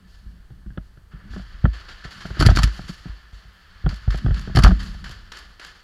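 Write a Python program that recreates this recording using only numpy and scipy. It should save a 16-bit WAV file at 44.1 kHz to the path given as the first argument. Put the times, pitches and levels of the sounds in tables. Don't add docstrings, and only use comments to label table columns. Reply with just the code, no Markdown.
import sys
import numpy as np
from scipy import signal
from scipy.fft import rfft, irfft, next_fast_len
from scipy.io import wavfile
from scipy.ndimage import map_coordinates

SR = 44100
rng = np.random.default_rng(int(sys.argv[2]) if len(sys.argv) > 2 else 0)


def pcm_store(signal):
    levels = np.round(np.clip(np.atleast_2d(signal), -1, 1) * 32767)
    wavfile.write(sys.argv[1], SR, levels.astype(np.int16).T)


N = 257103

# start in seconds, first clack to piston slam in seconds,
# clack gain in dB, gain of the kick into the mount in dB.
SHOTS = [(2.3918, .0685, -1.5, 0), (2.5505, .081, -2, -4), (4.5488, .0853, -1.5, 4)]
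# place (0 start, 1 slam), level in dB, dull body in dB relative,
# treble in dB relative, nominal t60 in seconds, nominal rise in seconds.
CYCLE_CLACKS = [(0, -22.5, -19, -18, 0.018, 0.0032), (.1, -12.5, -27, -16, 0.027, 0.0017),
                (.25, -12, 1.5, -19, 0.014, 0.00097), (0.446, -15, 5, -15, 0.043, 0.00085),
                (.845, -24.5, 4.5, -16.5, .033, .002), (0.996, -6.5, -24, -15, 0.032, 0.0029)]
# start in seconds, level in dB, dull body in dB relative.
RATTLES = [(2.4563, -23, 5.5), (2.4947, -24, 8.5), (2.5004, -18, 1), (2.674, -31, 2), (4.6466, -20, 20),
           (4.657, -32, 15), (4.6677, -24, 12.5), (4.676, -23, 3.5), (4.7068, -39, 23)]
RATTLE_TREBLE_DB, RATTLE_T60_S, RATTLE_RISE_S = -21, 0.016, 0.00102
# frequency in Hz, level in dB, t60 in seconds.
METAL_MODES = [(1280, 0, .025), (3000, -6, .014), (3500, -7, .012), (4420, -1, .024), (5400, -9, .013),
               (7250, -13, .015)]
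# frequency in Hz, relative density in dB per Hz.
CLACK_COLOUR = [(1200, -33), (2000, -2), (3100, -5), (4500, -0.5), (6000, 1.5), (7500, -93)]
# frequency in Hz, relative density in dB per Hz.
TREBLE_COLOUR = [(5000, -43.5), (6000, 0), (10000, 8), (16500, 2)]
# frequency in Hz, relative density in dB per Hz.
BODY_COLOUR = [(290, -89.5), (500, -26.5), (625, -1), (945, -2.5), (1290, 7.5), (1630, 1.5), (1810, -7),
               (2040, -53), (2400, -10.5), (3120, -41), (5280, -120)]

# start in seconds, tap level in dB, knock level in dB, knock pitch in Hz,
# boom level in dB.
JOLTS = [(0.259, -60, -45, 171, -29.5), (0.503, -40.5, -33.5, 114, -38), (0.662, -41, -30, 193, -27),
         (0.702, -44, -41, 120, -59), (0.774, -20, -25, 190, -26.5), (0.973, -45, -45, 133, -43),
         (1.135, -45, -37.5, 150, -30.5), (1.299, -48, -45, 145, -28), (1.334, -36, -35, 170, -28.5),
         (1.362, -26, -22, 184, -50), (1.394, -32, -34, 197, -34), (1.641, -23.5, -6.5, 114, -5),
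         (1.653, -11, -20.5, 174, -14), (2.05, -30, -31.5, 117, -30.5), (2.252, -22, -23.5, 178.5, -38),
         (2.304, -25, -29.5, 173, -23), (2.369, -24.5, -35, 186, -49), (2.451, -20, -8, 107, -18),
         (2.487, -5.5, -25, 110, -2), (2.511, -16, -15, 161, -5), (2.671, -31, -33, 128, -48),
         (2.791, -27, -28.5, 178, -31), (2.839, -56, -33.5, 165, -30.5), (2.893, -29, -27.5, 184, -34.5),
         (3.056, -33, -27, 183, -34), (3.091, -53, -49, 133, -23.5), (3.327, -45, -72, 113, -30.5),
         (3.45, -50, -49, 113, -38), (3.84, -35.5, -27, 114, -12.5), (3.862, -15, -15.5, 150, -18.5),
         (3.889, -40, -25, 119, -15), (3.924, -30, -36.5, 191, -48), (4.077, -26, -14.5, 108, -10),
         (4.143, -19, -23.5, 124, -22), (4.245, -36, -17, 118, -41), (4.261, -19, -20.5, 162, -10),
         (4.282, -24, -17, 111.5, -27), (4.307, -20, -16.5, 123, -6.5), (4.474, -23, -28, 183, -37),
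         (4.496, -29, -33, 141, -45), (4.66, -3.5, -20.5, 131, -6), (4.688, -14.5, -10.5, 166, -5.5),
         (4.714, -19, -14.5, 160, -8), (4.945, -34, -56, 186, -26.5), (5.096, -35, -38, 114, -30.5)]
# place (0 start, 1 slam), tap level in dB, knock level in dB,
# knock pitch in Hz, boom level in dB, direction (1 forward, -1 back).
CYCLE_KICKS = [(0, -23, -17.5, 130, -12, 1), (0.231, -8.5, -11.5, 119.4, -10, -1),
               (0.442, -16, -11.5, 154, -15, -1), (1.035, -26, -8.5, 105, -3, 1)]
# multiple of its pitch, level in dB, t60 in seconds.
FLEX_MODES = [(1, 8.5, 0.071), (1.45, -8, 0.037), (2.1, -21, 0.027)]
# frequency in Hz, level in dB, t60 in seconds.
STRAP_MODES = [(322, -28, .35)]
# frequency in Hz, level in dB, t60 in seconds.
TAP_MODES = [(637, -8, 0.1), (776, -8, 0.037), (1157, -2.5, 0.024), (1533, -2, 0.021)]
# frequency in Hz, level in dB, t60 in seconds.
BOOM_MODES = [(52.52, 3, 0.23), (43, -12, 0.11), (76.6, -5, 0.14)]
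BOOM_LAG_S = 0.0033
SNAP_DB = -22.5
# frequency in Hz, relative density in dB per Hz.
TAP_COLOUR = [(150, -21), (300, 3.5), (520, -10.5), (750, -2), (1000, -21), (1400, -3), (2000, -22.5),
              (3000, -100)]
# frequency in Hz, relative density in dB per Hz.
SNAP_COLOUR = [(1200, -25), (1700, -1.5), (2400, -7), (3200, 1.5), (4300, -19.5), (6500, -37)]
# frequency in Hz, relative density in dB per Hz.
THUD_COLOUR = [(60, -31), (110, 10.5), (200, -3), (330, -16), (520, -40.5), (900, -110)]

# start in seconds, level in dB.
TICKS = [(0.704, -41), (.776, -34), (.972, -47), (1.3335, -31.5), (1.362, -39), (1.654, -21.5),
         (3.862, -28.5), (4.142, -32)]
# frequency in Hz, level in dB, t60 in seconds.
TICK_MODES = [(1475, -2, 0.023), (1690, 0.5, 0.028), (3090, -14.5, 0.019)]

# time in seconds, boom level in dB.
SHAKE = [(0.0, -53), (0.7, -42.5), (1.09, -50.5), (1.57, -39), (1.8, -47), (2.03, -48), (2.34, -45),
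         (2.52, -19), (2.57, -28), (2.69, -52), (2.79, -39), (3.41, -57), (3.64, -48.5), (4.22, -40.5),
         (4.56, -28), (5.03, -38.5), (5.2, -45.5), (5.83, -56.5)]
# time in seconds, knock level in dB.
RUB = [(0, -55), (.08, -56.5), (.2, -69.5), (.32, -45), (.45, -68.5), (.57, -50), (1.05, -71), (1.22, -45),
       (1.33, -43.5), (1.5, -62), (2.03, -65), (2.18, -51.5), (2.52, -35), (2.89, -64), (3.36, -61),
       (3.77, -64.5), (4.05, -60), (4.2, -37.5), (4.55, -41.5), (4.68, -28), (4.98, -45), (5.13, -55),
       (5.83, -70)]
# frequency in Hz, level in dB, t60 in seconds.
KNOCK_MODES = [(108, -14, 0.03), (147, -2, 0.067), (182, 2, 0.11), (270, -20, 0.019)]
# frequency in Hz, level in dB, t60 in seconds.
SWAY_MODES = [(29, 0, 0.072)]
SWAY_DB = 1.5

# start in seconds, crack level in dB.
OPEN_SHOTS = [(3.8899, -29), (4.104, -27.5), (4.3416, -28.5), (5.0407, -27), (5.318, -26.5), (5.5953, -27)]
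# lag in seconds, level in dB relative,
# treble tilt in dB per octave, t60 in seconds.
WALLS = [(.017, -10.5, -6, 0.071), (.052, -8, 3, 0.014), (.068, -18, 7, .05)]
# start in seconds, level in dB, rise in seconds,
# treble tilt in dB per octave.
HIDDEN_SHOTS = [(0.0695, -40, 0.073, 4), (0.8194, -54.5, 0.012, 5.5), (1.106, -30, 0.12, -8),
                (1.3014, -32.5, 0.033, 1), (1.4894, -40.5, 0.024, -4.5), (1.7304, -31, 0.0065, -1.5),
                (1.8817, -31, 0.0076, -1.5), (2.0386, -30, 0.0059, -2.5), (2.1037, -33.5, 0.0073, 2),
                (2.203, -31.5, 0.0063, -0.5), (2.2542, -36, 0.0089, 3), (2.3392, -17.5, 0.11, -4),
                (2.719, -27.5, 0.038, 2.5), (2.8768, -31, 0.011, 2.5), (2.9974, -26.5, 0.14, -2.5),
                (3.3238, -42, 0.017, 2), (3.5173, -59, 0.028, 27), (4.788, -27, 0.017, 0.5),
                (4.8286, -35.5, 0.0021, 4.5)]
HALL_ANSWER_DB = -13
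# frequency in Hz, relative density in dB per Hz.
FAR_COLOUR = [(200, -7), (350, 1), (1500, 0.5), (5000, 1), (16500, -1)]
# frequency in Hz, t60 in seconds.
HALL_T60 = [(300, 0.93), (1500, 0.77), (5000, 0.77), (8000, 0.68), (14000, 0.75)]

# time in seconds, level in dB.
WASH = [(0.0, -58.5), (1.17, -61.5), (1.3, -51), (2.55, -39.5), (3.02, -51.5), (3.54, -50), (4.53, -43),
        (5.36, -53.5), (5.83, -53.5)]
# frequency in Hz, relative density in dB per Hz.
WASH_COLOUR = [(200, -54), (400, -3), (1300, 1), (3100, -1), (4500, -2.5), (7000, -6.5), (12000, -14.5)]
# frequency in Hz, relative density in dB per Hz.
HISS_COLOUR = [(180, -34), (300, 4.5), (894, -1.5), (1690, -1.5), (2410, -14), (4630, -12), (15000, -17.5),
               (16600, -30)]
# frequency in Hz, gain in dB.
HOUSING = [(350, -9.5), (540, -12.5), (900, -10.5), (1300, -1), (1720, -0.5), (2400, -11), (3080, -4.5),
           (3800, -10.5), (4500, -5.5), (5900, -16.5), (7000, -18.5), (8400, -28.5), (10000, -26.5),
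           (13000, -34), (16500, -51)]
# frequency in Hz, width in Hz, gain in dB.
PORT = [(1745, 45, 6.5), (4480, 310, 3), (7220, 500, 3), (10450, 900, 0.5)]
TOP_HZ = 16480


def amp(db):
    return 10 ** (np.asarray(db) / 20)


def unit(x):
    return x / np.sqrt(np.mean(x ** 2) + 1e-20)


def along(points, hz):
    f, v = np.transpose(points)
    return np.interp(np.log(hz + 1), np.log(f + 1), v)


def curve(rows):
    s, values = np.transpose(rows)
    return np.interp(np.arange(N) / SR, s, values)


def wobble(rate_hz):
    knots = rng.standard_normal(int(N * rate_hz / SR) + 4)
    return map_coordinates(knots, [np.arange(N) * rate_hz / SR])


def filtered(x, response):
    m = next_fast_len(len(x) + 8192)
    return irfft(rfft(x, m) * response(np.fft.rfftfreq(m, 1 / SR)), m)[:len(x)]


def noise(colour, size=N, air=True, tilt_db=0):
    def response(hz):
        gain_db = along(colour, hz) + tilt_db * np.log2(np.maximum(hz, 1700) / 1700)
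        if air:
            port_db = sum(db / (1 + (2 * (hz - c) / w) ** 2) for c, w, db in PORT)
            gain_db = gain_db + along(HOUSING, hz) + port_db
        return amp(gain_db)
    return unit(filtered(rng.standard_normal(size), response))


def ring(modes, attack_s, scatter_db=0, detune=0):
    t = np.arange(SR // 2) / SR
    tone = np.zeros(len(t))
    for hz, db, t60 in modes:
        a, b = rng.standard_normal(2)
        decay = amp(db + scatter_db * a - 60 * t / t60)
        tone += decay * np.sin(2 * np.pi * hz * (1 + detune * b) * t)
    return tone * (1 - np.exp(-t / attack_s)) ** 2


def puff(rise_s, t60_s, size):
    t = np.arange(size) / SR
    rise = (1 - np.exp(-t / max(rise_s, 0.0002))) ** 2
    shape = rise * amp(-60 * t / max(t60_s, 0.004))
    return shape / shape.max()


def add(track, s, x):
    part = track[round(s * SR):][:len(x)]
    part += x[:len(part)]


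def in_cycle(place, shot):
    return shot[0] + place * shot[1]


def hall_tail(size, tilt_db=0):
    dense = noise(FAR_COLOUR, size=size, tilt_db=tilt_db)
    hz, t, z = signal.stft(dense, SR, nperseg=256)
    decay = amp(-60 * t / along(HALL_T60, hz)[:, None])
    return signal.istft(z * decay, SR, nperseg=256)[1][:size]


def rifle():
    mid, dull, treble, tail, rings = np.zeros((5, N))
    hits = [(in_cycle(place, shot), db + shot[2], *rest)
            for shot in SHOTS for place, db, *rest in CYCLE_CLACKS]
    hits += [(*row, RATTLE_TREBLE_DB, RATTLE_T60_S, RATTLE_RISE_S) for row in RATTLES]
    for s, db, body_db, treble_db, t60, rise in hits:
        add(mid, s, amp(db - 10) * puff(rise, t60, 4000))
        add(rings, s, amp(db - 2.5) * ring(METAL_MODES, 1.5 * rise, scatter_db=5, detune=0.01))
        add(dull, s, amp(db + body_db - 7.5) * puff(0.0013, 1.19 * t60, 4000))
        add(treble, s, amp(db + treble_db - 6) * puff(1.35 * rise, t60, 4000))
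        add(tail, s, amp(db - 19.5) * puff(0.0032, 0.06, SR))
        add(tail, s, amp(db - 40.5) * puff(0.0032, 0.7, SR))
    grit = amp(1.58 * wobble(500))
    clacks = grit * (mid * noise(CLACK_COLOUR) + treble * noise(TREBLE_COLOUR))
    body = amp(3 * wobble(250)) * dull * noise(BODY_COLOUR, air=False)
    return clacks + rings + body + tail * noise(FAR_COLOUR)


def jolts():
    out, scuff, snap, thud = np.zeros((4, N))
    blows = [(*row, 1) for row in JOLTS]
    for shot in SHOTS:
        kick = shot[3]
        blows += [(in_cycle(place, shot), db + kick, knock_db + kick, hz, boom_db + kick, way)
                  for place, db, knock_db, hz, boom_db, way in CYCLE_KICKS]
    for s, db, knock_db, knock_hz, boom_db, way in blows:
        flex = [(knock_hz * k, level, t60) for k, level, t60 in FLEX_MODES] + STRAP_MODES
        add(scuff, s, amp(db - 10.5) * puff(0.0011, 0.033, 4000))
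        add(snap, s, amp(db + SNAP_DB) * puff(0.00087, 0.026, 4000))
        add(out, s, amp(db - 15) * ring(TAP_MODES, 0.0008, scatter_db=3, detune=0.02))
        add(thud, s, amp(knock_db - 5.5) * puff(0.0041, 0.066, 8000))
        add(out, s, amp(knock_db - 5) * ring(flex, 0.0018, scatter_db=3, detune=0.02))
        boom = ring(BOOM_MODES, 0.0029, scatter_db=0.5, detune=0.036)
        add(out, s + BOOM_LAG_S, -way * amp(boom_db) * boom)
    rough = thud * noise(THUD_COLOUR, air=False) + scuff * noise(TAP_COLOUR, air=False)
    return out + rough + snap * noise(SNAP_COLOUR)


def ticks():
    out = np.zeros(N)
    for s, db in TICKS:
        add(out, s, amp(db) * ring(TICK_MODES, 0.001, scatter_db=2.5, detune=0.03))
    return out


def stirred(modes, rate_hz):
    pushes = rng.standard_normal(N) * amp(2.93 * wobble(rate_hz))
    return unit(signal.fftconvolve(pushes, ring(modes, 0.0015))[:N])


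def handling():
    swing = stirred(BOOM_MODES, 9.1) + amp(SWAY_DB) * stirred(SWAY_MODES, 8)
    return amp(curve(SHAKE)) * swing + amp(curve(RUB)) * stirred(KNOCK_MODES, 25)


def far_shots():
    out, t = np.zeros(N), np.arange(SR) / SR
    for s, db in OPEN_SHOTS:
        add(out, s, amp(db - 6.5) * puff(0.0012, 0.035, 4000) * noise(FAR_COLOUR, size=4000))
        for lag, echo_db, tilt_db, t60 in WALLS:
            echo = puff(0.0012, t60, 4000) * noise(FAR_COLOUR, size=4000, tilt_db=tilt_db)
            add(out, s + lag, amp(db - 2 + echo_db) * echo)
        add(out, s, amp(db + HALL_ANSWER_DB) * (1 - np.exp(-t / 0.012)) * hall_tail(SR))
    for s, db, rise, tilt_db in HIDDEN_SHOTS:
        early = 1 + 1.9 * amp(-60 * t / 0.11)
        swell = (1 - np.exp(-t / max(rise, 0.001))) * early
        add(out, s, amp(db - 13) * swell * hall_tail(SR, tilt_db))
    return out * amp(1.8 * wobble(60))


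def background():
    din = amp(curve(WASH) - 5.5 + 0.5 * wobble(12)) * noise(WASH_COLOUR)
    return din + amp(-67) * noise(HISS_COLOUR, air=False)


def scene():
    return (rifle() + jolts() + ticks() + handling() + far_shots() + background())[None]


def record(dry):
    heard = filtered(dry[0], lambda hz: (1j * hz / (22 + 1j * hz)) ** 2)
    saturated = 1.02 * heard / (1 + np.abs(heard) ** 12) ** (1 / 12)
    return np.clip(filtered(saturated, lambda hz: hz < TOP_HZ), -1, 1)[None]


dry = scene()
out = record(dry)
pcm_store(out)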